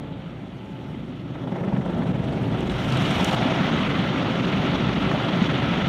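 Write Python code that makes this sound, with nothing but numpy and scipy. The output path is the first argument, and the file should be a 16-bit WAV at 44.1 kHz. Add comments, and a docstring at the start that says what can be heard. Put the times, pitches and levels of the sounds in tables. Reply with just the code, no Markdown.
"""Inside a closed car in a wash bay: a spinning roller of wet foam strips lands on the bonnet and climbs the windscreen.
Coloured noise and dense contacts make the drumming, panel slap, swish and water, throbbing with the passing rows.
Noise bursts make slaps, ticks and spurts; decaying sines make thumps; ringing taps make patter, knocks and tinkling.
A faint motor whine precedes and meets the landing; low rumble and droning machinery lie behind. Cabin resonances
colour the noise layers, and a steep low-pass dulls everything."""
import sys
import numpy as np
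from scipy import signal
from scipy.fft import rfft, irfft, next_fast_len
from scipy.io import wavfile

SR = 44100
rng = np.random.default_rng(int(sys.argv[2]) if len(sys.argv) > 2 else 0)


def dump_mix(stems):
    """Bounce the given channels to the path in sys.argv[1] as a 16-bit WAV at rate SR."""
    frames = np.atleast_2d(stems).T  # one column per channel
    limited = np.clip(frames, -1, 1)  # hard clip at full scale
    pcm = np.round(limited * 32767).astype(np.int16)
    wavfile.write(sys.argv[1], SR, pcm)


N = 259308

# layer levels before modulation: start_s, shell_drumming_db, glass_swish_db, water_hiss_db
ROLLER_LEVELS = [(0, -33, -49, -74), (.6, -38, -50.5, -71), (.9, -34.5, -50, -70.5),
                 (1.27, -37, -50, -71.5), (1.45, -30, -48, -68), (1.7, -28, -47, -68),
                 (2.08, -24.5, -42.5, -65.5), (2.2, -27, -44, -66), (2.65, -24, -38, -59),
                 (2.74, -27.5, -36, -57), (2.92, -26, -32.5, -51), (3.1, -23.5, -29, -50),
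                 (3.33, -25.5, -28.5, -47), (3.365, -25, -30, -51.5), (3.6, -24, -29.5, -51),
                 (4.1, -23.5, -31.5, -55), (4.8, -24, -31, -54.5), (5.88, -24, -31, -54.5)]
# strip rows swept past: time_s, row_count
ROWS_PASSED = [(0, .5), (1.5, 34.53), (1.75, 40.56), (3.0, 69.63), (3.358, 77.45), (4.418, 101.45),
               (5.484, 125.45), (5.88, 134.4)]
CREST_S = 3.37    # the roller gets over the foot of the windscreen


def roller():
    """Strips drum, slap and swish amid water; the layers throb with the rows, most share brief level changes."""
    # relative noise colours: freq_hz, density_db
    shell_colour = [(53, -75), (90, -11.5), (118, -6.5), (145, -1.5), (177, 2), (236, -1.5), (286, -4),
                    (324, -6.5), (373, -12.5), (440, -14.5), (570, -16), (970, -120)]
    panel_colour = [(260, -23), (380, -3), (470, -16), (600, -1.5), (750, -1.5), (900, -4), (1050, -10),
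                    (1300, -12), (1800, -16), (2600, -40), (3500, -57)]
    glass_colour = [(700, -4.5), (950, 1.5), (1150, 1.5), (1400, 3.5), (1550, 0), (1800, -1), (2300, -0.5),
                    (2700, -1.5), (3300, -2), (3700, -4), (4100, -9.5), (4500, -15), (5000, -24.5)]
    hiss_colour = [(4100, -19), (4500, 1), (4900, -1.5), (5600, 2.5), (6500, -3.5), (7300, -17.5),
                   (8000, -44)]
    spray_colour = [(6800, -6), (7400, -9.5), (8400, -5.5), (9500, -8), (10000, -8), (11500, -11),
                    (13000, -14), (15000, -18), (16000, -25)]
    crest_ring_colour = [(600, -23), (750, 2), (950, 2), (1100, -12), (1300, -25)]

    shell_db, glass_db, hiss_db = in_time(ROLLER_LEVELS)
    # panels follow the drumming and the swish; fuller on the thin bonnet and at the crest
    panel_db = -46.5 + 0.66 * (shell_db + 34) + 0.4 * (glass_db + 50)
    panel_db += 4.5 * bump(CREST_S, rise_s=0.12, fall_s=0.19)
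    panel_db += 3 * bump(1.52, rise_s=0.22, fall_s=1)
    # fine spray follows the hiss, swells before the crest, drops sharply at it
    spray_db = -75.5 + 0.79 * (hiss_db + 71) - 5 * step(CREST_S, length_s=0.018)
    spray_db += 3 * bump(3.2, rise_s=.35, fall_s=.3)
    # beat starts at the landing, evens out slightly on the glass; each layer takes a share
    beat = 1.77 * step(1, length_s=.35) - 0.4 * step(CREST_S, length_s=.1)
    uneven = drift(24)
    change_db = brief_changes(rise_s=0.0073, fall_s=0.0059)

    shell = coloured(rng.standard_normal(N), shell_colour)
    shell *= from_db(shell_db + 0.3 * beat * row_beat(lag_rows=0.053))

    panel = coloured(contacts(per_s=9000, spread_db=2.0), panel_colour)
    panel_beat_db = 0.28 * beat * row_beat(lag_rows=0.028)
    panel *= from_db(panel_db + panel_beat_db + 0.24 * uneven + 0.44 * drift(10.3) + 1.4 * change_db)

    glass = coloured(contacts(per_s=12000, spread_db=2.0), glass_colour)
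    glass = patchy(glass, 908, 4500, depth_db=1.18, pole_hz=12.0)
    glass_beat_db = 0.55 * beat * row_beat(lag_rows=0)
    glass *= from_db(glass_db + glass_beat_db + 0.19 * uneven + 0.64 * drift(45) + 1.2 * change_db)

    # hiss and spray are the same droplets; flying water partly fills the dips
    water = contacts(per_s=22000, spread_db=1.8)
    hiss = patchy(coloured(water, hiss_colour), 4400, 7500, depth_db=1.7, pole_hz=21.0)
    hiss_beat_db = 0.53 * beat * row_beat(lag_rows=.02)
    hiss *= from_db(hiss_db + hiss_beat_db + 0.56 * uneven + 0.8 * drift(33) + 0.68 * change_db)

    spray = patchy(coloured(water, spray_colour), 7000, 15000, depth_db=1.6, pole_hz=14.0)
    spray_beat_db = 0.69 * beat * row_beat(lag_rows=.04)
    spray *= from_db(spray_db + spray_beat_db + .3 * uneven + 0.61 * drift(30) + .4 * change_db)

    # upper panel ring peaks just before the crest
    crest_ring = coloured(contacts(per_s=3000, spread_db=1.5), crest_ring_colour)
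    crest_ring *= from_db(-30 + change_db) * bump(3.33, rise_s=0.084, fall_s=.08)
    return shell + panel + crest_ring + glass + hiss + spray


def row_beat(lag_rows):
    """Beat of the passing rows: swells slowly, falls faster; swings about zero."""
    turn = 2 * np.pi * (in_time(ROWS_PASSED)[0] - lag_rows)
    return np.cos(turn) + 0.41 * np.sin(2 * turn)


def brief_changes(rise_s, fall_s):
    """Brief level changes in dB, mostly dips: listed ones first, then some recurring each turn of the roller."""
    # brief level changes as the roller works up the bonnet, mostly dips: time_s, change_db (before layer shares)
    bonnet_changes = [(1.465, -4), (1.505, -2), (1.548, 0), (1.628, -1), (1.716, -1), (1.803, -3),
                      (1.84, -3.5), (2.05, -5), (2.126, -7), (2.5, -3), (2.65, -3.5), (2.691, -4.5),
                      (3.309, -6.5)]
    # rows of the turn followed by a brief level change, mostly a dip: row_number
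    turn_rows = [1, 5, 6, 8, 10]
    # level change after each of these rows: change_db (before layer shares)
    turn_changes = [-3.5, -7, -3.5, -1, 0.5]
    rows_per_turn, phase_rows = 12, .45

    s, rows = np.transpose(ROWS_PASSED)
    events = list(bonnet_changes)
    for first, db in zip(turn_rows, turn_changes):
        for row in np.arange(first, rows[-1], rows_per_turn):
            at_s = np.interp(row + phase_rows, rows, s)
            if at_s > bonnet_changes[-1][0]:
                events.append((at_s, db))
    return sum(db * bump(at_s, rise_s, fall_s) for at_s, db in events)


def thumps():
    """Bunches of strips thump the shell: a few sine cycles that swell and die."""
    # blows: start_s, envelope_peak_db, pitch_hz
    blows = [(1.52, -23, 185), (1.609, -17.5, 149), (1.677, -17, 187), (1.733, -13, 171), (1.78, -17, 182),
             (1.89, -17.5, 170), (2.064, -15, 164), (2.089, -16.5, 194), (2.487, -21, 175),
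             (3.093, -20, 171), (3.208, -22, 177), (3.455, -22, 256), (3.604, -13.5, 184),
             (3.745, -18.5, 220), (3.99, -15, 195), (4.435, -16.5, 202), (4.597, -16, 141),
             (4.888, -18, 184), (5.136, -14.5, 154), (5.287, -18.5, 214), (5.416, -11, 196)]
    swell_s = 0.0048
    out = np.zeros(N + SR)
    s = np.arange(SR // 10) / SR
    shape = s / swell_s * np.exp(1 - s / swell_s)
    for at_s, db, hz in blows:
        out[round(at_s * SR):][:len(s)] += from_db(db) * shape * np.sin(2 * np.pi * hz * s)
    return out[:N]


def slaps():
    """Rows landing flat smack the sheet metal: a dull noise body and a brighter crack."""
    # smacks: start_s, body_level_db, crack_relative_db
    smacks = [(1.353, -35.5, -3), (1.470, -28, -12), (1.519, -36, -3), (1.554, -27.5, -9), (1.58, -37, -2),
              (1.607, -33, -14), (1.633, -30, -4), (1.675, -29.5, -6), (1.723, -27, -9), (1.762, -30, -5),
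              (1.809, -30.5, -7), (1.86, -29, -13), (1.895, -35, -8), (1.988, -33, -10), (2.019, -28, -14),
              (2.067, -30, -16), (2.139, -28, -9), (2.232, -27, -16), (3.684, -35, -3), (3.902, -30, -7),
              (4.431, -32, -2), (4.966, -25, -7), (5.026, -26, -9), (5.109, -28, -3), (5.145, -20, -7),
              (5.492, -30, 1), (5.797, -24, -4)]
    dull = bursts([(s, db) for s, db, crack in smacks], 370, 920, t60_s=0.092, attack_s=.0004)
    crack = bursts([(s, db + crack) for s, db, crack in smacks], 960, 2200, t60_s=0.09, attack_s=.0008)
    return dull + crack


def patter():
    """Loose strip ends patter on the bonnet: dense random dull taps that bunch with the rows."""
    on = step(1.37, length_s=0.33) - step(2.2, length_s=0.33)
    taps = pings(600, 3.0, low_hz=495, high_hz=2260, t60_cycles=31.0, tilt_db=-2.0)
    return on * from_db(-43 + 3.0 * row_beat(lag_rows=.03)) * taps


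def knocks():
    """Clumps of strip ends rap the windscreen; ringing taps whose level follows the swish."""
    level_db = in_time(ROLLER_LEVELS)[1] - 10 + 3.5 * drift(11)
    taps = pings(500, 2.9, low_hz=1020, high_hz=3460, t60_cycles=17.0, tilt_db=-0.07)
    return from_db(level_db) * step(CREST_S, length_s=.6) * taps


def ticks():
    """Drops and strip ends on the glass: a bright click, a duller knock under it and a thin top."""
    # clicks: start_s, bright_level_db, knock_relative_db, top_relative_db
    clicks = [(2.3248, -51, 11, -25), (2.606, -41, 1, -22), (2.6963, -41.5, 13.5, -22),
              (2.764, -48, 10, -25), (2.9025, -39, 8, -22), (2.9218, -35.5, 8, -18), (2.9474, -41, -1, -22),
              (2.972, -34, 5, -20), (3.0174, -40, -2, -14), (3.057, -40, 12, -11), (3.109, -33, -1, -28),
              (3.2094, -38, 0, -16), (3.245, -22, -5, -10), (3.2614, -39, -4, -12), (3.278, -42, 0, -10),
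              (3.3107, -39, 16, -10), (3.331, -37, 0, -18), (3.346, -37, 5, -12)]
    bright = bursts([(s, db) for s, db, low, top in clicks], 3700, 9000, t60_s=0.015)
    knock = bursts([(s, db + low) for s, db, low, top in clicks], 2400, 4300, t60_s=0.026)
    thin = bursts([(s, db + top) for s, db, low, top in clicks], 9000, 16500, t60_s=.011)
    return bright + knock + thin


def tinkling():
    """Fine tinkling in the treble: random high rings whose level follows the water hiss."""
    level_db = in_time(ROLLER_LEVELS)[2] - 6.5
    return from_db(level_db) * pings(400, 1.8, low_hz=4600, high_hz=12500, t60_cycles=87.0, tilt_db=-1.57)


def splashes():
    """Spurts of water on the glass: soft bright noise bursts while the water builds."""
    # spurts: start_s, level_db
    spurts = [(1.475, -64), (1.64, -63), (1.725, -63), (1.765, -64), (1.812, -63), (1.85, -58),
              (1.897, -59), (1.975, -59), (2.03, -58), (2.062, -59), (2.085, -61), (2.14, -61),
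              (2.235, -56), (2.28, -59), (2.325, -56), (2.42, -57), (2.51, -59), (2.70, -51), (2.78, -55),
              (2.84, -53)]
    return bursts(spurts, 4500, 9500, t60_s=0.12, attack_s=.004)


def motor():
    """Thin sine tones that fade in and out, wavering in level and a little in pitch."""
    # spells of whine: start_s, end_s, pitch_hz, level_db
    spells = [(-.1, .2, 865, -54), (0.57, 1.042, 868, -53.5), (0.733, 0.897, 536, -51),
              (.94, 1.04, 519, -50)]
    fade_s = 0.066
    out = np.zeros(N)
    for start_s, end_s, hz, db in spells:
        amplitude = np.sqrt(2) * from_db(db + 0.7 * drift(6.8))
        on = step(start_s, fade_s) - step(end_s, fade_s)
        phase = 2 * np.pi * np.cumsum(hz + 1.4 * drift(4.9)) / SR
        out += amplitude * on * np.sin(phase)
    return out


def rumble():
    """Low rumble in three noise bands, each with its own uneven level."""
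    # band levels: time_s, low_db, boom_db, upper_db
    band_levels = [(0, -44, -43, -59), (.67, -51, -42, -51), (1.19, -46, -40, -52.5),
                   (1.6, -47, -37.5, -40.5), (2.0, -38.5, -31.5, -42.5), (2.2, -39, -33.5, -57),
                   (2.45, -41, -29, -34), (2.7, -34, -36, -34), (2.95, -40, -24, -47),
                   (3.15, -35.5, -33, -37), (3.4, -42, -29, -38.5), (3.75, -40, -44.5, -42),
                   (4.3, -40.5, -33.5, -40), (4.45, -41, -36, -39.5), (4.8, -37, -44, -35),
                   (5.15, -40, -29, -38), (5.35, -45, -41.5, -39), (5.55, -38, -28, -39),
                   (5.88, -38, -47, -47)]
    # relative noise colours: freq_hz, density_db
    low_colour = [(15, -39), (25, -30), (33, -20.5), (42, -10), (52, -3), (70, -5), (88, 2.5), (110, -41)]
    boom_colour = [(95, -25), (112, -0.5), (127, -5), (140, -7), (160, -38.5)]
    upper_colour = [(320, -33), (350, 7), (382, 13.5), (415, 0.5), (450, -18)]
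    low_db, boom_db, upper_db = in_time(band_levels)
    low = coloured(rng.standard_normal(N), low_colour) * from_db(low_db)
    boom = coloured(rng.standard_normal(N), boom_colour) * from_db(boom_db)
    upper = coloured(rng.standard_normal(N), upper_colour) * from_db(upper_db)
    return low + boom + upper


def windscreen_ring():
    """A narrow noise band: the windscreen rings as the roller rides it."""
    # relative noise colour: freq_hz, density_db
    screen_colour = [(1150, -17), (1270, -1), (1340, 5), (1430, -4), (1550, -27)]
    return coloured(rng.standard_normal(N), screen_colour) * from_db(-46) * step(CREST_S, length_s=0.94)


def machinery():
    """Bay machinery drones behind the glass: a noise band that grows as the roller draws near."""
    # relative noise colour: freq_hz, density_db
    drone_colour = [(170, -26), (220, -1), (260, -1), (320, -7.5), (370, -12)]
    level_db = -48.5 + 9.5 * step(0.64, length_s=0.39)
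    return coloured(rng.standard_normal(N), drone_colour) * from_db(level_db)


def coloured(x, spectrum):
    """Shape a signal by a spectrum and the resonances of shell and cabin; rms 1."""
    # resonances: centre_hz, width_hz, lift_db
    resonances = [(55.5, 7.6, 4), (128.6, 36, 4.5), (161.5, 56, 2.5), (199, 21, 1.5), (279.2, 23, 4.5),
                  (531, 110, 5.5), (661.6, 20, 5), (1318, 65, 4), (351, 28, 3.5), (431, 64, 2.5),
                  (2026, 87, 3.5), (2990, 450, 3), (3400, 42, 5.5), (6650, 270, 3.5), (10470, 500, -9.5)]
    size = next_fast_len(N)
    hz = np.arange(1, size // 2 + 2) * SR / size
    points = np.array(spectrum)
    level_db = np.interp(np.log(hz), np.log(points[:, 0]), points[:, 1], left=-120, right=-120)
    for centre_hz, width_hz, lift_db in resonances:
        level_db = level_db + lift_db / (1 + (2 * (hz - centre_hz) / width_hz) ** 2)
    return rms_one(irfft(rfft(x, size) * from_db(level_db), size)[:N])


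def contacts(per_s, spread_db):
    """Random impulses of either sign and uneven size: many small contacts of strip and water; rms 1."""
    sizes = from_db(spread_db * np.minimum(rng.exponential(1, N), 5)) * rng.choice([-1, 1], N)
    return rms_one(sizes * (rng.random(N) < per_s / SR))


def patchy(x, low_hz, high_hz, depth_db, pole_hz):
    """Third-octave slices of a signal swell and sink each on their own; rms 1."""
    spectrum = rfft(x)
    hz = np.arange(len(spectrum)) * SR / N
    place = 3 * np.log2(np.clip(hz, low_hz, high_hz) / low_hz)
    out = 0
    for k in range(int(place[-1]) + 2):
        piece = irfft(spectrum * np.clip(1 - abs(place - k), 0, 1), N)
        out = out + piece * from_db(depth_db * drift(pole_hz))
    return rms_one(out)


def bursts(rows, low_hz, high_hz, t60_s, attack_s=.0003):
    """Each event is a short band of noise that starts quickly and dies away."""
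    marks = np.zeros(N)
    for s, level_db in rows:
        marks[round(s * SR)] = from_db(level_db)
    soft = np.exp(-1 / (attack_s * SR))
    decay = signal.lfilter([1], [1, -from_db(-60 / (t60_s * SR))], marks + 1e-18)
    envelope = signal.lfilter([1 - soft], [1, -soft], decay)
    band = signal.butter(4, [low_hz, high_hz], "band", fs=SR, output="sos")
    share = 2 * (high_hz - low_hz) / SR      # part of the noise power that the band lets through
    return signal.sosfilt(band, envelope * rng.standard_normal(N)) / np.sqrt(2 * share)


def pings(per_s, spread_db, low_hz, high_hz, t60_cycles, tilt_db):
    """Random taps, each ringing at one of twelve pitches, tilted in dB per pitch; rms 1."""
    clicks = contacts(per_s, spread_db)
    dealt = rng.integers(0, 12, N)
    out = 0
    for k, hz in enumerate(np.geomspace(low_hz, high_hz, num=12)):
        r = from_db(-60 * hz / (t60_cycles * SR))
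        w = 2 * np.pi * hz / SR
        ring = signal.lfilter([0, np.sin(w)], [1, -2 * r * np.cos(w), r * r], clicks * (dealt == k) + 1e-18)
        out = out + from_db(tilt_db * k) * ring
    return rms_one(out)


def drift(pole_hz):
    """Slow random wander: noise at SR / 20 through two equal one-pole low-passes, run in; spread 1."""
    r = np.exp(-40 * np.pi * pole_hz / SR)
    slow = signal.lfilter([1], [1, -2 * r, r * r], rng.standard_normal(N // 20 + 2002))[2000:]
    return np.interp(np.arange(N) / 20, np.arange(len(slow)), rms_one(slow))


def in_time(rows):
    """Columns of a curve table, one value a sample."""
    s, *columns = np.transpose(rows)
    return [np.interp(np.arange(N) / SR, s, c) for c in columns]


def step(at_s, length_s):
    """Goes smoothly from 0 to 1 about a moment."""
    return .5 + .5 * np.tanh(2 * (np.arange(N) / SR - at_s) / length_s)


def bump(at_s, rise_s, fall_s):
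    """A bell of height 1 with its own rise and fall."""
    s = np.arange(N) / SR - at_s
    return np.exp(-(s / np.where(s < 0, rise_s, fall_s)) ** 2)


def from_db(db):
    """Gain of a level in dB."""
    return 10 ** (np.asarray(db) / 20)


def rms_one(x):
    """Scale to rms 1."""
    return x / np.sqrt(np.mean(x ** 2) + 1e-20)


def scene():
    """Sum of all sources as heard from a front seat, one channel."""
    strips = roller() + thumps() + slaps() + patter() + knocks()
    water = ticks() + tinkling() + splashes()
    background = motor() + rumble() + windscreen_ring() + machinery()
    return (strips + water + background)[None]


def record(dry):
    """Steep elliptic low-pass: 0.3 dB ripple, 70 dB stopband, edge at 15.7 kHz."""
    return signal.sosfilt(signal.ellip(10, .3, 70, 15700, fs=SR, output="sos"), dry)


dry = scene()
out = record(dry)
dump_mix(out)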